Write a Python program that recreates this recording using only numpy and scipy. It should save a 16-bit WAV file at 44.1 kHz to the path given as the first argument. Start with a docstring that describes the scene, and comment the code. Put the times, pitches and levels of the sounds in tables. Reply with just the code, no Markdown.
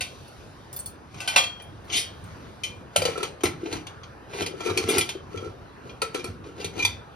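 """A small tiled kitchen, close to the counter, on a microphone with two ports a little apart.
A steel pressure cooker lid is lifted, set on its pot and twisted shut. The lid clinks and rattles
as blows ring its modes, and scrapes along the rim. A loose small part jingles, the rocking pot
thumps the counter, the air shut in the pot booms and the pot wall rings. Low room hum lies under it."""
import sys
import numpy as np
from scipy import signal
from scipy.fft import rfft, irfft, next_fast_len
from scipy.io import wavfile
from scipy.ndimage import uniform_filter1d

SR = 44100
rng = np.random.default_rng(int(sys.argv[2]) if len(sys.argv) > 2 else 0)


def bounce(signal):
    """Save signal as a 16-bit WAV file at the path given by the first command-line argument."""
    frames = np.transpose(np.atleast_2d(signal))
    limited = np.clip(frames, -1, 1)
    pcm = np.round(limited * 32767).astype(np.int16)
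    wavfile.write(sys.argv[1], SR, pcm)


N = 315315

# the steel lid's modes: pitch_hz, relative_db, base_t60_s
LID_MODES = [(657, -7, 0.042), (742, 1.5, 0.13), (965, -13, 0.16), (1198, -1, 0.36), (1504, 1.5, 0.17),
             (2043, -1.5, 0.068), (2250, -9, 0.018), (2327, -8.5, 0.11), (2405, -7, 0.26), (2410, -5, 0.23),
             (2657, -6, 0.15), (2861, -6, 0.11), (3080, -2.5, 0.18), (3250, -7.5, 0.45), (3476, -6.5, 0.23),
             (3760, -11, 0.18), (4050, -1.5, 0.13), (4364, -8, 0.26), (4427, -8.5, 0.14), (4696, -5, 0.11),
             (5240, -12, 0.26), (5670, -9.5, 0.13), (6180, -1, 0.15), (6970, 1, 0.21), (7970, 12.5, 0.14),
             (8330, 13, 0.14), (9060, 7, .14), (8960, -17, 0.11), (10490, 7.5, 0.14), (11300, -16, 0.048)]
# the hiss of countless close modes between them: frequency_hz, density_db
LID_SHIMMER = [(400, -9.5), (700, 8.5), (1700, -0.5), (2500, 0.5), (4500, -5), (6500, -5.5), (8500, 6),
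               (10500, 2.5), (13000, -6.5), (14000, 1), (16500, -48)]
# knocks of the lid on the pot: start_s, air_level_db, wall_above_air_db
POT_KNOCKS = [(2.959, -16, -6), (3.019, -19.5, -8), (3.053, -14, -15), (3.086, -20.5, -23),
              (3.156, -25.5, -8), (3.178, -23, -19), (3.204, -23, -11), (3.228, -25.5, -9),
              (3.437, -14.5, -12), (3.632, -24, -35), (3.658, -27, -30), (3.73, -25, -19),
              (3.755, -25, -19), (4.418, -19, -12), (4.538, -24.5, -23), (4.603, -29.5, -9),
              (4.661, -18, -28), (4.684, -19.5, -12), (4.712, -20, -30), (4.766, -20.5, -38),
              (4.784, -22.5, -31), (4.887, -18.5, -10), (4.906, -20, -26), (4.968, -19.5, -11),
              (4.983, -25, 1), (5.152, -24, -41), (5.343, -23, -24), (5.426, -29, -9), (5.465, -25, -25),
              (6.021, -18, -3.5), (6.148, -20.5, -25), (6.244, -25, -13), (6.603, -32, -29),
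              (6.644, -27.5, -16), (6.771, -27.5, -27)]
SEATED_S = 2.9  # from here on the lid lies on the pot


def gain_of(db):
    """Decibels to amplitude."""
    return 10 ** (np.asarray(db) / 20)


def unit_rms(x):
    """Scales to an rms of one."""
    return x / np.sqrt(np.mean(x ** 2) + 1e-20)


def curve_at(points, hz, column=1):
    """Reads a table's column over a log-frequency axis."""
    table = np.transpose(points)
    return np.interp(np.log(hz + 1), np.log(table[0] + 1), table[column])


def add(mix, start_s, sound):
    """Mixes a sound in at a time."""
    part = mix[max(round(start_s * SR), 0):][:len(sound)]
    part += sound[:len(part)]


def coloured_noise(size, band_db):
    """White noise with a gain for each frequency bin."""
    return irfft(rfft(rng.standard_normal(size)) * gain_of(band_db), size)


def ring(hz, db, t60, rise_s):
    """Struck modes: dying sines of random phase."""
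    t = np.arange(round(min(np.max(t60), 1 / 3) * SR))[:, None] / SR
    tones = np.sin(2 * np.pi * (hz * t + rng.random(np.size(hz))))
    return (gain_of(db - 60 * t / t60) * tones).sum(1) * (1 - np.exp(-t[:, 0] / rise_s))


def struck_db(modes, near_hz, lift_db):
    """Mode levels for one blow: uneven, and lifted for the modes nearest to it."""
    hz, db, _ = np.transpose(modes)
    nearness = np.exp(-(np.log(hz[:, None] / near_hz) / .03) ** 2).max(1)
    return db + lift_db * nearness + 1.36 * rng.standard_normal(len(hz))


def tilt_db(hz, treble_db, low_db):
    """Level of the lid's treble and low modes against the middle ones."""
    return np.interp(hz, [1700, 1900, 6500, 8000], [low_db, 0, 0, treble_db])


def room_hum():
    """Room tone: two unrelated low noises with drifting patches of colour; the level dips briefly."""
    # the hum's colour: frequency_hz, density_db
    spectrum = [(20, -34), (40, -39.5), (65, 7), (105, 1), (170, -4.5), (345, -7), (690, -10.5),
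                (1400, -13.5), (2070, -23), (4000, -29.5), (6500, -36), (9000, -39.5), (12700, -47),
                (14000, -55), (16500, -65)]
    # its course: time_s, level_db, treble_lift_db
    course = [(0, -46, 13), (1.06, -45, 0), (1.12, -49.5, 7), (1.15, -44.5, 4), (1.9, -43.5, 1),
              (2.3, -42, 4.5), (2.9, -44, 0), (7.15, -44, -0.5)]
    time_s, level_db, treble_db = np.transpose(course)
    frames, hz = N // 256 + 5, np.fft.rfftfreq(1024, 1 / SR)
    draws = rng.standard_normal((frames, 513, 5)).T
    noise = draws[[0, 2]] + 1j * draws[[1, 3]]
    patches_db = 2.16 * unit_rms(uniform_filter1d(uniform_filter1d(draws[4], 8, 0), 14, 1))
    treble_share = np.clip((hz[:, None] - 1500) / 2500, 0, 1)
    lift_db = treble_share * np.interp(np.arange(frames) * 256 / SR, time_s, treble_db)
    noise *= gain_of(curve_at(spectrum, hz)[:, None] + patches_db + lift_db)
    hum = signal.istft(noise, nperseg=1024, noverlap=768)[1][:, :N]
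    return unit_rms(hum) * gain_of(np.interp(np.arange(N) / SR, time_s, level_db))


def lid_blow(start_s, level_db, treble_db, low_db, lower_hz, upper_hz, seated_ring):
    """One blow on the lid: a crack, a hiss of close modes, and modes that dents split into beating pairs."""
    rise_s, split, gasket_t60_s, gasket_low_db = .0016, 0.011, 0.63, -29
    hz, _, t60 = np.transpose(LID_MODES)
    seated = start_s > SEATED_S  # the gasket then damps every mode and mutes the lowest
    ring_factor = seated_ring if seated else 1
    t60 = ring_factor / (1 / t60 + seated / gasket_t60_s)
    mode_db = struck_db(LID_MODES, [lower_hz, upper_hz], lift_db=16)
    middle = (hz > 1900) & (hz < 6300)
    mode_db -= 10 * np.log10(np.sum(gain_of(mode_db[middle]) ** 2))
    mode_db += tilt_db(hz, treble_db, low_db + seated * gasket_low_db)

    t = np.arange(16384) / SR
    f = np.fft.rfftfreq(len(t), 1 / SR)
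    # a few close modes stand out, most of all near the blow
    lumps_db = 3.06 * unit_rms(uniform_filter1d(rng.standard_normal(len(f)), size=20)) - 4
    lumps_db += 4.5 * np.exp(-(np.log((f[:, None] + 1) / [lower_hz, upper_hz]) / 0.054) ** 2).max(1)
    hiss = coloured_noise(len(t), curve_at(LID_SHIMMER, f) + tilt_db(f, treble_db, low_db) + lumps_db)
    shimmer = gain_of(4 - 60 * t / (0.17 * ring_factor))
    crack = gain_of(11 - 60 * t / 0.012)
    out = np.pad(hiss * (shimmer + crack) * (1 - np.exp(-t / rise_s)), (0, SR // 2))
    add(out, 0, ring(hz, mode_db - 4, 1.035 * t60, rise_s))
    twin_hz = hz * (1 + split * rng.uniform(-1.05, 1, len(hz)))  # shifts with how the lid is held
    add(out, 0, ring(twin_hz, mode_db, .5 * t60, rise_s))
    return gain_of(level_db) * out


def lid_clinks():
    """Single blows on the lid, and rattles that smear a blow over a swarm of small contacts."""
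    # blows, each with its two nearest modes: start_s, level_db, treble_db, low_db, lower_hz, upper_hz
    blows = [(0.0074, -22.5, -11.5, -9.5, 2620, 3730), (0.0150, -28.5, -17, -14, 2950, 4660),
             (1.1416, -45, -15, 7.5, 2440, 3140), (1.2033, -28, -14, -6.5, 1500, 2640),
             (1.2753, -21, -9.5, -8, 1500, 3150), (1.3602, -9.5, -15.5, -1, 2660, 2812),
             (1.2790, -24.5, -20, -24, 2345, 4660), (1.3778, -14.5, -16, -5, 2367, 3300),
             (1.4343, -25.5, -18, -32, 2630, 3240), (1.5985, -42, -24, 3, 2440, 3110),
             (1.8986, -30.5, -40, -22, 2860, 3020), (2.635, -23, -15, -21, 2466, 3016),
             (2.9607, -13, -8.5, -9.5, 2540, 3130), (3.0186, -23.5, -10, -15, 2370, 4700),
             (3.052, -17, -16, -11, 2205, 4560), (3.176, -33, -13.5, 2, 2490, 3800),
             (3.2296, -23.5, -12, 0, 2980, 4210), (3.251, -31, -31, -6, 2020, 2960),
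             (3.4068, -39, -20, 2, 1910, 3020), (3.435, -18, -5.5, -1, 2050, 6170),
             (3.4548, -18, -24, -1.5, 2080, 4130), (3.6585, -35.5, -33, 4, 2430, 3150),
             (3.7257, -27.5, -14.5, -0.5, 2550, 4230), (3.8678, -32.5, -18, -1.5, 2820, 3560),
             (4.033, -38.5, -26, -5, 2530, 4560), (4.3332, -34.5, -19, 3, 2370, 3090),
             (4.4617, -23.5, -15.5, -9, 2470, 4590), (4.6046, -30, -19, 1, 2390, 3210),
             (4.6591, -29.5, -14, -2, 2370, 3900), (4.7739, -16, -13, -12, 2470, 4460),
             (4.9814, -14.5, -3.5, -16, 2360, 4620), (5.0095, -19.5, -34, -30, 2300, 3310),
             (5.0903, -21.5, -16, -11, 2760, 3170), (5.3732, -35, -25, -4, 2300, 3240),
             (5.894, -40, -41, -11, 2380, 3200), (6.0177, -20, -13, -3, 2490, 4490),
             (6.145, -25, -13.5, -5.5, 2320, 4130), (6.1938, -35, -22, -21, 2340, 3800),
             (6.2417, -30.5, -7.5, -0.5, 2460, 4370), (6.4408, -44.5, -32, 3, 2420, 3810),
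             (6.644, -24, -14.5, -12, 2366, 3660), (6.765, -39, -17, 2, 2400, 4500)]
    # chattering contacts: the same columns, then chatter_s
    rattles = [(1.9168, -15, -20, -31, 2810, 2987, 0.015), (1.9535, -15, -11, -23, 3830, 4756, 0.011),
               (4.4165, -24, -15, -2, 2280, 2970, 0.0024), (4.6936, -25, -19, 4.5, 2260, 3960, 0.0034),
               (4.8828, -18, -4, -5, 2380, 3600, 0.0086), (4.9044, -25, -13, -19, 2130, 3530, 0.0053),
               (4.9334, -24, -15, -3, 2350, 4700, 0.0067), (6.5972, -31, -19, -8, 2400, 4660, 0.0099),
               (6.7849, -22, -20, -7, 2430, 3900, 0.0063), (6.8214, -19.5, -21, -7, 2440, 3440, 0.0026),
               (6.8480, -11.5, -13.5, -14, 2070, 4540, 0.0012)]
    out, t = np.zeros(N), np.arange(4096) / SR
    for start_s, *blow in blows:
        add(out, start_s, lid_blow(start_s, *blow, seated_ring=0.71))
    for start_s, *blow, chatter_s in rattles:
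        swarm = rng.standard_normal(len(t)) * t * np.exp(-t / chatter_s)
        clink = lid_blow(start_s, *blow, seated_ring=0.56)
        add(out, start_s, signal.fftconvolve(clink, swarm / np.linalg.norm(swarm)))
    return out


def part_jingles():
    """A small loose steel part taps lightly: modes in beating pairs, and a bright fizz."""
    # taps, each with its two nearest modes: start_s, level_db, lower_hz, upper_hz
    taps = [(0.2796, -49, 3770, 9200), (0.7287, -32, 5000, 9420), (0.763, -31, 4950, 13760),
            (0.7903, -29.5, 4525, 8440), (0.859, -30, 4292, 9300), (1.6203, -46.5, 3800, 9840),
            (1.8444, -53, 4440, 9400), (2.239, -50, 4770, 8500)]
    # the part's modes: pitch_hz, relative_db, t60_s
    modes = [(3490, -11, 0.09), (4417, -12.5, 0.14), (5060, -12, 0.1), (8500, -2.5, 0.074),
             (9230, -7, 0.063), (9940, -6, 0.18), (10500, -20, 0.11), (11000, -26, .15), (11900, -13, .12),
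             (12800, -19, .12), (13550, -3, 0.15), (14720, -16, .06), (15900, 5, .08)]
    hz, _, t60 = np.transpose(modes)
    fizz_db = np.interp(np.fft.rfftfreq(4096, 1 / SR), [3000, 7600, 14000, 16000], [-11.5, 1.5, -11, -14])
    out = np.zeros(N)
    for start_s, level_db, *near_hz in taps:
        mode_db = level_db - 9 + struck_db(modes, near_hz, lift_db=14)
        add(out, start_s, ring(hz, mode_db, t60, rise_s=0.00072))
        twin_hz = hz * (1 + 0.0051 * rng.uniform(-0.88, 1, len(hz)))
        add(out, start_s, ring(twin_hz, mode_db - 0.5, t60, rise_s=0.00062))
        fade = gain_of(level_db - 4.5 - np.arange(4096) / 103)
        add(out, start_s, fade * coloured_noise(4096, fizz_db))
    return out


def stroke_pressure(rise_s, start_db=-33, release_db_per_s=249):
    """One stroke along the rim builds to a rounded peak, then lets go."""
    t = np.arange(-rise_s, .25, 1 / SR)
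    level_db = np.where(t < 0, start_db * (t / rise_s) ** 2, -release_db_per_s * t)
    return np.minimum((t + rise_s) / 0.0073, 1) * gain_of(level_db)


def rim_scrapes():
    """Steel grains catch on the rim in uneven clumps and feed the lid, the pot wall and the air inside."""
    # strokes of the lid along the rim: peak_s, rise_s, scrape_db, boom_db
    strokes = [(1.22, 0.14, -43, -68), (1.35, .15, -35, -66), (1.962, 0.12, -37.5, -44.5),
               (3.0, 0.047, -43, -38.5), (3.09, 0.18, -32.5, -53), (3.24, .14, -40.5, -46),
               (3.7, 0.16, -46, -38), (3.76, 0.07, -38.5, -43.5), (4.412, .15, -34.5, -34),
               (4.53, 0.13, -67, -41.5), (4.671, 0.14, -35, -34.5), (4.83, 0.21, -37.5, -37),
               (4.97, .16, -27, -29.5), (5.36, 0.099, -49, -42.5), (5.47, 0.17, -49, -38),
               (5.91, 0.16, -53.5, -45.5), (6.159, 0.033, -35.5, -31), (6.28, 0.071, -48, -42),
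               (6.48, 0.058, -51.5, -40.5), (6.621, 0.084, -43.5, -36.5), (6.8, 0.1, -41, -35.5),
               (6.88, 0.13, -44.5, -47)]
    grains_per_s = 4000
    clumps = gain_of(2.1 * unit_rms(uniform_filter1d(rng.standard_normal(N), 300)))
    strength = clumps * gain_of(1.84 * rng.exponential(1, N))
    grains = strength * (rng.random(N) < grains_per_s / SR) * rng.choice([-1, 1], N)
    drive, f = rfft(grains), np.fft.rfftfreq(N, 1 / SR)
    lid_band = 0.37 * gain_of(curve_at(LID_SHIMMER, f)) + 0j
    for hz, db, t60 in LID_MODES:
        lid_band += gain_of(db - 8) / (1 + 2j * (f - hz) * t60 / 6.5)  # rim contact widens each mode
    lid_band *= gain_of(tilt_db(f, treble_db=-18, low_db=-1.5))
    wall_band = 1 / (1 + 2j * (f - 1343) / 60) ** 2
    air_band = sum(1 / (1 + 2j * (f - hz) / 126) ** 2 for hz in (365, 430))
    lid, wall, air = [unit_rms(irfft(drive * band, N)) for band in (lid_band, wall_band, air_band)]
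    scrape, boom = np.zeros((2, N))
    for peak_s, rise_s, scrape_db, boom_db in strokes:
        pressure = stroke_pressure(rise_s)
        add(scrape, peak_s - rise_s, gain_of(scrape_db) * pressure)
        add(boom, peak_s - rise_s, gain_of(boom_db) * pressure)
    return scrape * lid + boom * (air + gain_of(-12.5) * wall)


def counter_thumps(pitch_hz=95.8):
    """The pot rocks on the counter and knocks three low resonances."""
    # thumps of the pot: start_s, level_db
    thumps = [(1.17, -39), (2.221, -35), (2.69, -41), (2.973, -26.5), (3.446, -24), (3.716, -35.5),
              (4.414, -32), (4.695, -29.5), (4.84, -24.5), (4.977, -25.5), (5.357, -33), (5.469, -39),
              (6.284, -28), (6.647, -32), (6.831, -32)]
    out, hz = np.zeros(N), pitch_hz * np.array([1, 1.7, 2.4])
    for start_s, level_db in thumps:
        add(out, start_s, ring(hz, level_db + np.array([3, -4, -9]), t60=0.18, rise_s=0.0083))
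    return out


def air_booms():
    """The lid knocks the air in the pot; two weaker neighbours make its resonance throb."""
    # the resonance sinks as the gap under the lid closes and shifts as the lid turns: time_s, pitch_hz
    air_pitch = [(2.96, 585), (3.03, 494), (3.23, 386.5), (3.75, 306), (4.42, 372), (4.7, 394), (4.77, 372),
                 (4.9, 389), (4.97, 356), (5.4, 408), (6.02, 450), (6.25, 373), (6.62, 422), (6.77, 333)]
    out = np.zeros(N)
    for start_s, level_db, _ in POT_KNOCKS:
        hz = np.interp(start_s, *np.transpose(air_pitch)) * np.array([1, 1.16, .8])
        add(out, start_s, ring(hz, level_db + np.array([3, -4, -9]), t60=0.064, rise_s=0.0013))
    return out


def wall_rings(pitch_hz=1343):
    """The pot wall rings at each knock, a close pair of modes."""
    out, hz = np.zeros(N), pitch_hz * np.array([.98, 1.015])
    for start_s, air_db, above_db in POT_KNOCKS:
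        add(out, start_s, ring(hz, air_db + above_db + np.array([0, -3]), t60=0.12, rise_s=0.0012))
    return out


def kitchen(direct, echo_db=-10):
    """The direct sound with a tail of echoes, and a scattered copy with another; both drift as things move."""
    decay = [(200, 0.51), (1000, 0.31), (4000, 0.32), (12000, 0.2)]  # frequency_hz, t60_s
    t, out = np.arange(N) / SR, np.zeros((2, N))
    for k in range(3):  # three echo patterns fade in and out in turn
        echoes = np.zeros((2, SR // 2))
        arrivals = np.arange(200, SR // 2 - 20, 20) + rng.integers(0, 20, (2, (SR // 2 - 201) // 20))
        np.put_along_axis(echoes, arrivals, rng.choice([-1., 1.], arrivals.shape), 1)
        hz, lag_s, bands = signal.stft(echoes, SR, nperseg=256)
        bands = bands * gain_of(-60 * lag_s / curve_at(decay, hz)[:, None])
        tail = signal.istft(bands, SR, nperseg=256)[1]
        tail *= gain_of(echo_db) / np.linalg.norm(tail[0])
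        scatter = rng.standard_normal(400) * np.exp(-np.arange(400) / 180)
        tail[1, :400] += scatter / np.linalg.norm(scatter)
        drift = np.sqrt(2 / 3) * np.cos(np.pi * (t / .37 + k / 3))
        out += signal.fftconvolve((direct * drift)[None], tail, axes=1)[:, :N]
    out[0] += direct
    return out


def microphone_ports(pair, likeness_column):
    """The right port hears a phase-turned share of what the left hears, and the rest unrelated."""
    # the two ports: frequency_hz, right_lead_rad, left_louder_db, near_likeness, hum_likeness
    ports = [(102, 0, -1.5, 1, 0.97), (203, -0.4, 1, 0.92, 0.56), (420, 0.66, 0.8, 0.64, 0.73),
             (690, -1.36, 2, 1, 0.27), (1320, -1.5, 0, 0.5, 0.83), (1730, -0.5, -3, 0.41, 0.48),
             (1990, 0.64, 0, 0.48, 0.12), (3500, -1.94, 2, 0.93, 1), (3910, 0.8, 0.5, 0.22, 0.2),
             (4450, -0.8, -0.3, 0.78, 0.56), (6160, 1.23, 2, 0.41, 0.18), (7100, 3.5, 0.5, 1, 1),
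             (7970, 3.5, 0.5, 0.98, 1), (8640, 4, -1, 0.78, 0.91), (9720, 5, 0, 0.99, 0.66),
             (11600, 7.5, 0.5, .999, .999), (13300, 7.5, -2, 0.9, 0.55), (13800, 9.5, 1.5, 1, .99)]
    size = next_fast_len(N + 4096)
    f = np.fft.rfftfreq(size, 1 / SR)
    left, unrelated = rfft(pair, size)
    likeness = curve_at(ports, f, likeness_column)
    right = likeness * np.exp(1j * curve_at(ports, f)) * left + np.sqrt(1 - likeness ** 2) * unrelated
    balance = gain_of(curve_at(ports, f, column=2) / 2)
    return irfft(np.array([left * balance, right / balance]), size)[:, :N]


def scene():
    """Lid, pot and counter near the microphone, over the hum of the kitchen."""
    pot = air_booms() + wall_rings() + counter_thumps()
    near = kitchen(lid_clinks() + rim_scrapes() + pot + part_jingles())
    return microphone_ports(near, likeness_column=3) + microphone_ports(room_hum(), likeness_column=4)


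def record(dry):
    """The microphone's bass roll-off, soft overload on the hardest blow, then the band limit."""
    low_cut_hz, edge_hz = 50, 16600
    thin = signal.sosfilt(signal.butter(2, low_cut_hz, "high", fs=SR, output="sos"), dry)
    soft = thin / (1 + thin ** 4) ** (1 / 4)
    band_limit = signal.firwin(511, edge_hz, window=("kaiser", 9), fs=SR)
    return signal.oaconvolve(soft, band_limit[None], "same")


dry = scene()
out = record(dry)
bounce(out)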